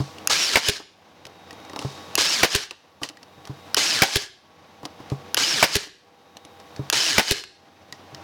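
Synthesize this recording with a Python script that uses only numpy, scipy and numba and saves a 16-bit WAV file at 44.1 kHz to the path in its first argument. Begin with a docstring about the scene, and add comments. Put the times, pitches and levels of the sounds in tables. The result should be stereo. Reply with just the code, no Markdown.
"""A soft bump and a scrape on plywood come first, over a steady ventilation rush with faint machine tones.
Then a cordless brad nailer fires five nails in a workshop, close to one microphone. Each cycle has a trigger
click, a geared motor that slows as it packs air, the shot, the piston's return and a run-down.
Between shots the nose thumps and scrapes the panel, and nose, loose parts and latch knock and click.
The gain control ducks and creeps back; a second channel without microphone has only hiss and crosstalk."""
import sys
import numpy as np
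from scipy import signal
from scipy.fft import rfft, irfft
from scipy.io import wavfile
from scipy.ndimage import uniform_filter1d
from numba import njit

SR = 44100
rng = np.random.default_rng(int(sys.argv[2]) if len(sys.argv) > 2 else 0)


def gain_from_db(level_db):
    """Convert decibel levels to linear amplitude factors (20 dB per decade)."""
    decades = np.asarray(level_db, float) / 20
    return 10 ** decades


def output_pcm(signal):
    """Save a mono or channel-first signal as 16-bit PCM at the path in sys.argv[1].

    Samples are clipped to [-1, 1] before scaling.
    """
    pcm = np.clip(np.atleast_2d(signal).T, -1, 1) * 32767
    wavfile.write(sys.argv[1], SR, np.round(pcm).astype(np.int16))


N = 362943  # length in samples

# All levels are relative, ahead of the gain control.


def rms1(x):
    """Scale to unit rms."""
    return x / np.sqrt(np.mean(x ** 2))


def colour(x, points):
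    """Minimum-phase filter through (Hz, dB) points, scaled to unit energy."""
    hz, db = np.transpose(points)
    grid_hz = np.arange(1, 2050) * SR / 4096
    log_gain = np.interp(np.log(grid_hz), np.log(hz), db) * np.log(10) / 20
    # folding the cepstrum puts the whole response after the strike
    cepstrum = irfft(log_gain)
    cepstrum[1:2048] *= 2
    cepstrum[2049:] = 0
    h = irfft(np.exp(rfft(cepstrum)))
    return signal.oaconvolve(x, h / np.sqrt(np.sum(h ** 2)))[:N]


def ring(x, modes):
    """Fading sine modes (Hz, dB, seconds to fade 60 dB), together of unit energy, struck by x."""
    t = np.arange(SR // 4) / SR
    h = sum(gain_from_db(db) * np.sin(2 * np.pi * hz * t) * 1000. ** (-t / t60) for hz, db, t60 in modes)
    return signal.oaconvolve(x, h / np.sqrt(np.sum(h ** 2)))[:N]


def bursts(times, db, decay_s, rough=1.):
    """Short fading pushes; dB is the energy spread over 10 ms, rough the share of noise."""
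    x = np.zeros(N + SR)
    t = np.arange(SR // 5) / SR
    noise = rng.standard_normal((len(times), len(t)))
    for s, level_db, grain in zip(times, np.broadcast_to(db, len(times)), noise):
        push = (1 - rough + rough * grain) * np.exp(-t / decay_s)
        first = int(s * SR)
        x[first:first + len(t)] += gain_from_db(level_db) * push * np.sqrt(SR / 100 / np.sum(push ** 2))
    return x[:N]


def walk(rate):
    """Smooth chance with unit spread, changing about rate times a second."""
    k = max(int(SR / rate), 2)
    return rms1(uniform_filter1d(uniform_filter1d(rng.standard_normal(N), k), k))


# tone of the ventilation rush: pitch_hz, level_db (per Hz)
RUSH_TONE = [(30, -30.5), (64, -30), (90, -0.5), (130, -5.5), (190, -1.5), (440, -4.5), (800, -2),
             (1160, -7.5), (1350, -10), (3600, -15.5), (6000, -20.5), (7900, -33.5), (16000, -46.5)]
# steady tones of a distant machine: pitch_hz, level_db
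MACHINE_TONES = [(91.5, -49), (312, -49.5), (484.5, -46.5), (796.7, -46.5), (1120, -49), (3763, -52)]


def shop():
    """Ventilation is coloured noise; the distant machine is sines wavering in level and phase."""
    t = np.arange(N) / SR
    rush_db = -37 + 1.0 * walk(0.84) + 1.0 * walk(60)
    rush = colour(rng.standard_normal(N), RUSH_TONE) * gain_from_db(rush_db)
    tones = sum(gain_from_db(db + 2.0 * walk(8.7) + 2.5 * walk(1.2)) * np.sin(2 * np.pi * hz * t + 1.2 * walk(3.2))
                for hz, db in MACHINE_TONES)
    return rush + tones


# how the plywood panel rings: pitch_hz, level_db, fade_s (to fall 60 dB)
PANEL = [(97, -34, 0.035), (137.3, 2, 0.13), (191, -12.5, 0.13), (290, -6, .06), (306.6, -12, 0.14),
         (407, -5.5, 0.097), (595, -6, .04), (880, -12, .03)]
# tone of a dull knock on wood: pitch_hz, level_db (per Hz)
WOOD = [(200, -26), (310, 4), (500, 2), (1200, 1.5), (2500, -32)]
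# soft landings of the nose on the panel: start_s, level_db
THUMPS = [(0.002, -19), (1.253, -42), (1.791, -45), (1.849, -22.5), (3.016, -27), (3.378, -41),
          (3.496, -28), (4.831, -36), (5.003, -40.5), (5.119, -18), (6.794, -25), (7.924, -36.5),
          (8.128, -36.5)]


def landings():
    """Soft pushes ring the panel, with a woody knock inside every landing."""
    start_s, level_db = np.transpose(THUMPS)
    thump = ring(bursts(start_s, level_db, 0.0008, rough=0.67), PANEL)
    # a free panel radiates no deep bass
    thump = signal.sosfilt(signal.butter(2, 70, "high", fs=SR, output="sos"), thump)
    return thump + colour(bursts(start_s, level_db - 7, 0.016), WOOD)


# how the tool's plastic shell and metal parts ring: pitch_hz, level_db, fade_s (to fall 60 dB)
TOOL = [(1670, 0, 0.02), (1907, 5.5, 0.04), (2295, -7.5, 0.02), (2780, 21.5, 0.0082), (3016, 3, 0.021),
        (3350, 1, .015), (4050, -7, 0.0069), (4850, 2, 0.026), (5640, -7.5, 0.018), (5900, -6.5, .012),
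        (6580, -3, 0.0085), (7890, -21, .01), (9000, -5.5, .01), (10500, -0.5, 0.014),
        (13900, -11.5, 0.011)]
# tone of clattering gears, also heard in clicks and scrapes: pitch_hz, level_db (per Hz)
CLATTER = [(35, -69.5), (60, -69.5), (238, -7.5), (274, -8.5), (323, -5), (371, -7.5), (803, -5.5),
           (2900, 0), (4220, 3), (5330, 3), (16000, -25.5)]
# knocks and clicks: nose contacts, loose parts, and the tool's latch after a return:
# start_s, wood_knock_db, tool_click_db
KNOCKS = [(0.184, -57.5, -36.5), (0.799, -9, -29.5), (1.253, -44, -22), (1.267, -29, -26.5),
          (1.508, -37, -28.5), (1.529, -33.5, -33.5), (1.6, -37.5, -44), (1.65, -50, -38),
          (1.697, -36, -34), (1.733, -30, -35), (1.761, -23.5, -26.5), (1.791, -31.5, -23),
          (1.815, -27, -36), (1.824, -38, -30.5), (2.709, -11, -4), (3.017, -15.5, -33.5), (3.033, -35, -9),
          (3.038, -18.5, -19), (3.089, -44, -18), (3.098, -29, -28), (3.171, -42.5, -32.5),
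          (3.23, -34, -28.5), (3.453, -52, -31), (3.473, -32.5, -29.5), (4.831, -24.5, -35),
          (4.853, -21.5, -17.5), (5.002, -31, -43.5), (5.1, -45, -29.5), (5.871, -17, -19),
          (6.369, -39, -23.5), (6.45, -40, -31), (6.6, -36.5, -36), (6.763, -49, -32), (7.438, -32, -3),
          (7.925, -33, -18.5), (8.147, -37.5, -27)]


def knocks_and_clicks():
    """Each event knocks the wood and clicks the tool, striking its modes with a new balance each time."""
    start_s, knock_db, click_db = np.transpose(KNOCKS)
    knock = colour(bursts(start_s, knock_db, 0.011), WOOD)
    knock = knock + ring(bursts(start_s, knock_db - 1.5, 0.0015), PANEL[3:5])
    energy = np.array([gain_from_db(db) ** 2 * t60 for _, db, t60 in TOOL])
    balance_db = 5.5 * rng.standard_normal((len(start_s), len(TOOL)))
    share_db = 7.5 * np.log10(energy / energy.sum()) + balance_db
    click = sum(ring(bursts(start_s, click_db - 9 + db, .0012), [mode])
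                for mode, db in zip(TOOL, share_db.T))
    return knock + click + colour(bursts(start_s, click_db - 4, 0.0031), CLATTER)


# the nose slides over the grain: peak_s, level_db, fade_s (to fall 20 dB; 0 stops at once)
SCRAPES = [(0, -35, .25), (1.80, -36.5, 0.5), (3.04, -16, 0.0469), (3.47, -52.5, 2.7), (4.861, -28.5, 0),
           (5.12, -42, 0.1), (6.8, -53.5, 2), (7.94, -39.5, .06)]


def scrapes():
    """Dragging over the grain is crackling noise that swells to each peak and fades."""
    t = np.arange(N) / SR
    rise_s = 0.021  # to grow 20 dB
    slide = sum(gain_from_db(db - 20 * np.where(t < peak, (peak - t) / rise_s, (t - peak) / fade))
                for peak, db, fade in SCRAPES)
    return colour(slide * gain_from_db(1.0 * walk(400)) * rng.standard_normal(N), CLATTER)


# the five nailing cycles: trigger_s, motor_start_s, shot_s, return_s
CYCLES = [(.2735, .297, .5565, .686), (2.154, 2.177, 2.432, 2.550), (3.745, 3.767, 4.020, 4.158),
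          (5.345, 5.369, 5.627, 5.755), (6.900, 6.926, 7.181, 7.310)]
# strength of each cycle: motor_db, shot_db, return_db
FORCE = [(3, 23, 27), (3, 26.5, 26.5), (3, 29, 27.5), (3, 30.5, 28.5), (3, 27, 30)]
# the motor speeds up, bogs down on packed air, is freed by the shot and coasts:
# age_s (on a standard cycle), gear_mesh_hz, clatter_db
SPIN = [(0, 501.5, -16.5), (.006, 750, -13), (.03, 1808, -10), (.07, 2517, -6), (.131, 2799, -5.5),
        (.17, 2539, -3.5), (.256, 1149, -3.5), (.28, 1686, 6.5), (.32, 2465, -0.5), (.385, 2610, 4.5),
        (.47, 1998, -4), (.5, 1516, -21), (.58, 498.7, -62.5)]
# the housing favours the upper whine: pitch_hz, level_db
SHELL = [(2500, -11), (3800, -2.5), (4800, 2), (5800, 4.5), (7500, -22)]


def motor():
    """Gear clatter that throbs once a shaft turn, a ragged mesh whine with its octave, knocks in the shell."""
    t = np.arange(N) / SR
    shot_age, return_age = .256, .384  # s; every cycle is stretched to pass these on time
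    age = np.full(N, 9.)  # beyond the end of SPIN: silent
    motor_db = np.zeros(N)
    for (_, start, shot, back), (level_db, _, _) in zip(CYCLES, FORCE):
        on = t >= start
        age[on] = np.interp(t[on], [start, shot, back, back + 1], [0, shot_age, return_age, return_age + 1])
        motor_db[on] = level_db
    age_s, *columns = np.transpose(SPIN)
    mesh_hz, clatter_db = (np.interp(age, age_s, column) for column in columns)

    load = np.where(age < shot_age, age / shot_age, 0)  # air pressure builds until the shot
    whine_db = clatter_db - 12 + 9.5 * load
    teeth = np.cumsum(mesh_hz * (1 + 0.024 * walk(90))) / SR  # gear teeth passed so far
    turn = teeth / 16  # 16 teeth to a shaft turn
    size = gain_from_db(3.0 * rng.standard_normal(N // 100))[turn.astype(int)]  # every turn strikes differently
    throb = size * np.exp(-(turn % 1) / .12)

    rough = rng.standard_normal(N) * (.9 + 1.1 * throb) * gain_from_db(1.6 * walk(60))
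    clatter = colour(rough, CLATTER)
    knocks = gain_from_db(-11.0) * ring(rng.standard_normal(N) * throb ** 2, TOOL[6:10])
    # loose parts rattle on their own, each in its own resonance
    rattle = sum(ring(rng.standard_normal(N) * gain_from_db(mode[1] - 15.5 + 5.3 * walk(72)), [mode])
                 for mode in TOOL[:12:2])

    octave = colour(walk(550) * np.sin(4 * np.pi * teeth), SHELL)
    shaft = sum(walk(40) * np.sin(2 * np.pi * k * turn) for k in (1, 2, 4))
    mesh = walk(330) * np.sin(2 * np.pi * teeth)
    whine = gain_from_db(-14) * shaft + mesh + gain_from_db(-3) * octave
    running = age < age_s[-1]
    return running * gain_from_db(motor_db) * (gain_from_db(clatter_db) * (clatter + knocks + rattle) + gain_from_db(whine_db) * whine)


# tone of the trigger's snap: pitch_hz, level_db (per Hz)
SNAP = [(500, -24.5), (1580, 2.5), (2100, -18.5), (2700, 2), (3600, -6.5), (5000, 6.5), (7000, 0.5),
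        (9000, -14.5), (11000, -1.5), (16000, -18.5)]


def trigger():
    """The trigger snaps and rings the tool, then the starting motor gives a dull jolt."""
    trigger_s, start_s, _, _ = np.transpose(CYCLES)
    snap = colour(bursts(trigger_s, -9, 0.00092), SNAP) + ring(bursts(trigger_s, -23.5, 0.0069), TOOL)
    return snap + colour(bursts(start_s + 0.0033, -15, 0.0066), WOOD)


def shove(times, db, decay_s):
    """A blow shoves the whole bench: one slow swing."""
    return ring(bursts(times, db, decay_s, rough=0), [(99, 0, 0.023)])


# tone of the piston's return: pitch_hz, level_db (per Hz)
RETURN = [(30, -27.5), (190, -7), (500, -9), (1220, -24.5), (1670, -6), (2230, -10), (2900, -6.5),
          (4080, -4), (11400, -20.5), (16000, -44.5)]


def piston_return():
    """The piston hits its stop and bounces 9 ms later, with a latch click, a panel knock and a bench shove."""
    back_s, back_db = np.transpose(CYCLES)[3], np.transpose(FORCE)[2]
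    hit = bursts(back_s, back_db, .0025)
    bounce = bursts(back_s + .009, back_db - 4, .004)
    stop = colour(hit + bounce, RETURN)
    latch = ring(bursts(back_s - .002, back_db - 18, .001), TOOL)
    knock = ring(bursts(back_s, back_db - 24, 0.0004, rough=0), PANEL[5:6])
    return stop + latch + knock + shove(back_s, back_db - 24.5, 0.00089)


# tone of the shot: pitch_hz, level_db (per Hz)
SHOT = [(30, -23.5), (200, -4.5), (800, 3.5), (1220, -5), (1600, 1.5), (2750, -1.5), (4190, -7.5),
        (5040, -2.5), (8080, -18.5), (12600, -19.5), (16000, -25.5)]


def nail_shot():
    """A crack of noise that rings one tool mode, an air blast 13 ms later, and a shove to the bench."""
    shot_s, shot_db = np.transpose(CYCLES)[2], np.transpose(FORCE)[1]
    crack = colour(bursts(shot_s, shot_db - 4, 0.008), SHOT)
    tool_ring = ring(bursts(shot_s, shot_db - 7, 0.00089), TOOL[2:3])
    blast = colour(bursts(shot_s + .013, shot_db - 1.5, .009), SHOT)
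    return crack + tool_ring + blast + shove(shot_s, shot_db - 33.5, 0.0004)


def room(near):
    """Echo off the walls: noise that starts after 6 ms and fades at 60 dB per 0.34 s."""
    t = np.arange(SR) / SR
    echo = rng.standard_normal(SR) * 1000. ** (-t / 0.34) * (t > .006)
    wet = signal.oaconvolve(near, echo / np.sqrt(np.sum(echo ** 2)))[:N]
    return gain_from_db(-23) * colour(wet, [(100, -4), (1000, 7), (5000, 3), (9000, -5)])


def scene():
    """The tool up close, its echo and the shop behind; the second channel is empty."""
    handling = landings() + knocks_and_clicks() + scrapes()
    near = handling + motor() + trigger() + piston_return() + nail_shot()
    return np.array([shop() + room(near) + near, np.zeros(N)])


@njit
def agc(x, pull, most, fast, slow, knee):
    """Gain factor: output power pulls its dB down; it climbs fast up to a knee, then slowly to 0 dB."""
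    gain, db = np.empty(len(x)), 0.
    for i in range(len(x)):
        gain[i] = 10 ** (db / 20)
        power = min((gain[i] * x[i]) ** 2, most)  # the detector saturates
        climb = fast if db < knee else slow
        db = min(db + (climb - pull * power) / SR, 0.)
    return gain


def roll_off(x):
    """The treble ends steeply here."""
    return signal.sosfilt(signal.butter(12, 16730, fs=SR, output="sos"), x)


def record(dry):
    """The input stage overloads, the gain control follows, and the converter clips."""
    # the capsule vents deep bass
    dry = signal.sosfilt(signal.butter(1, 60, "high", fs=SR, output="sos"), dry)
    rail = gain_from_db(23.5)
    mic = rail * np.tanh(dry[0] / rail)
    hiss = gain_from_db(-58.0) * rng.standard_normal((2, N))
    leak = gain_from_db(-69) * np.diff(dry[0] - mic, prepend=0)  # the overload's edges couple across
    # pull in dB/s per unit power, climbs in dB/s, knee in dB
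    gain = agc(mic, pull=4200.0, most=0.28, fast=70.0, slow=17.0, knee=-14.0)
    mix = np.clip(gain * (np.array([mic, leak]) + hiss), -1, 1)
    return roll_off(mix)


dry = scene()
out = record(dry)
output_pcm(out)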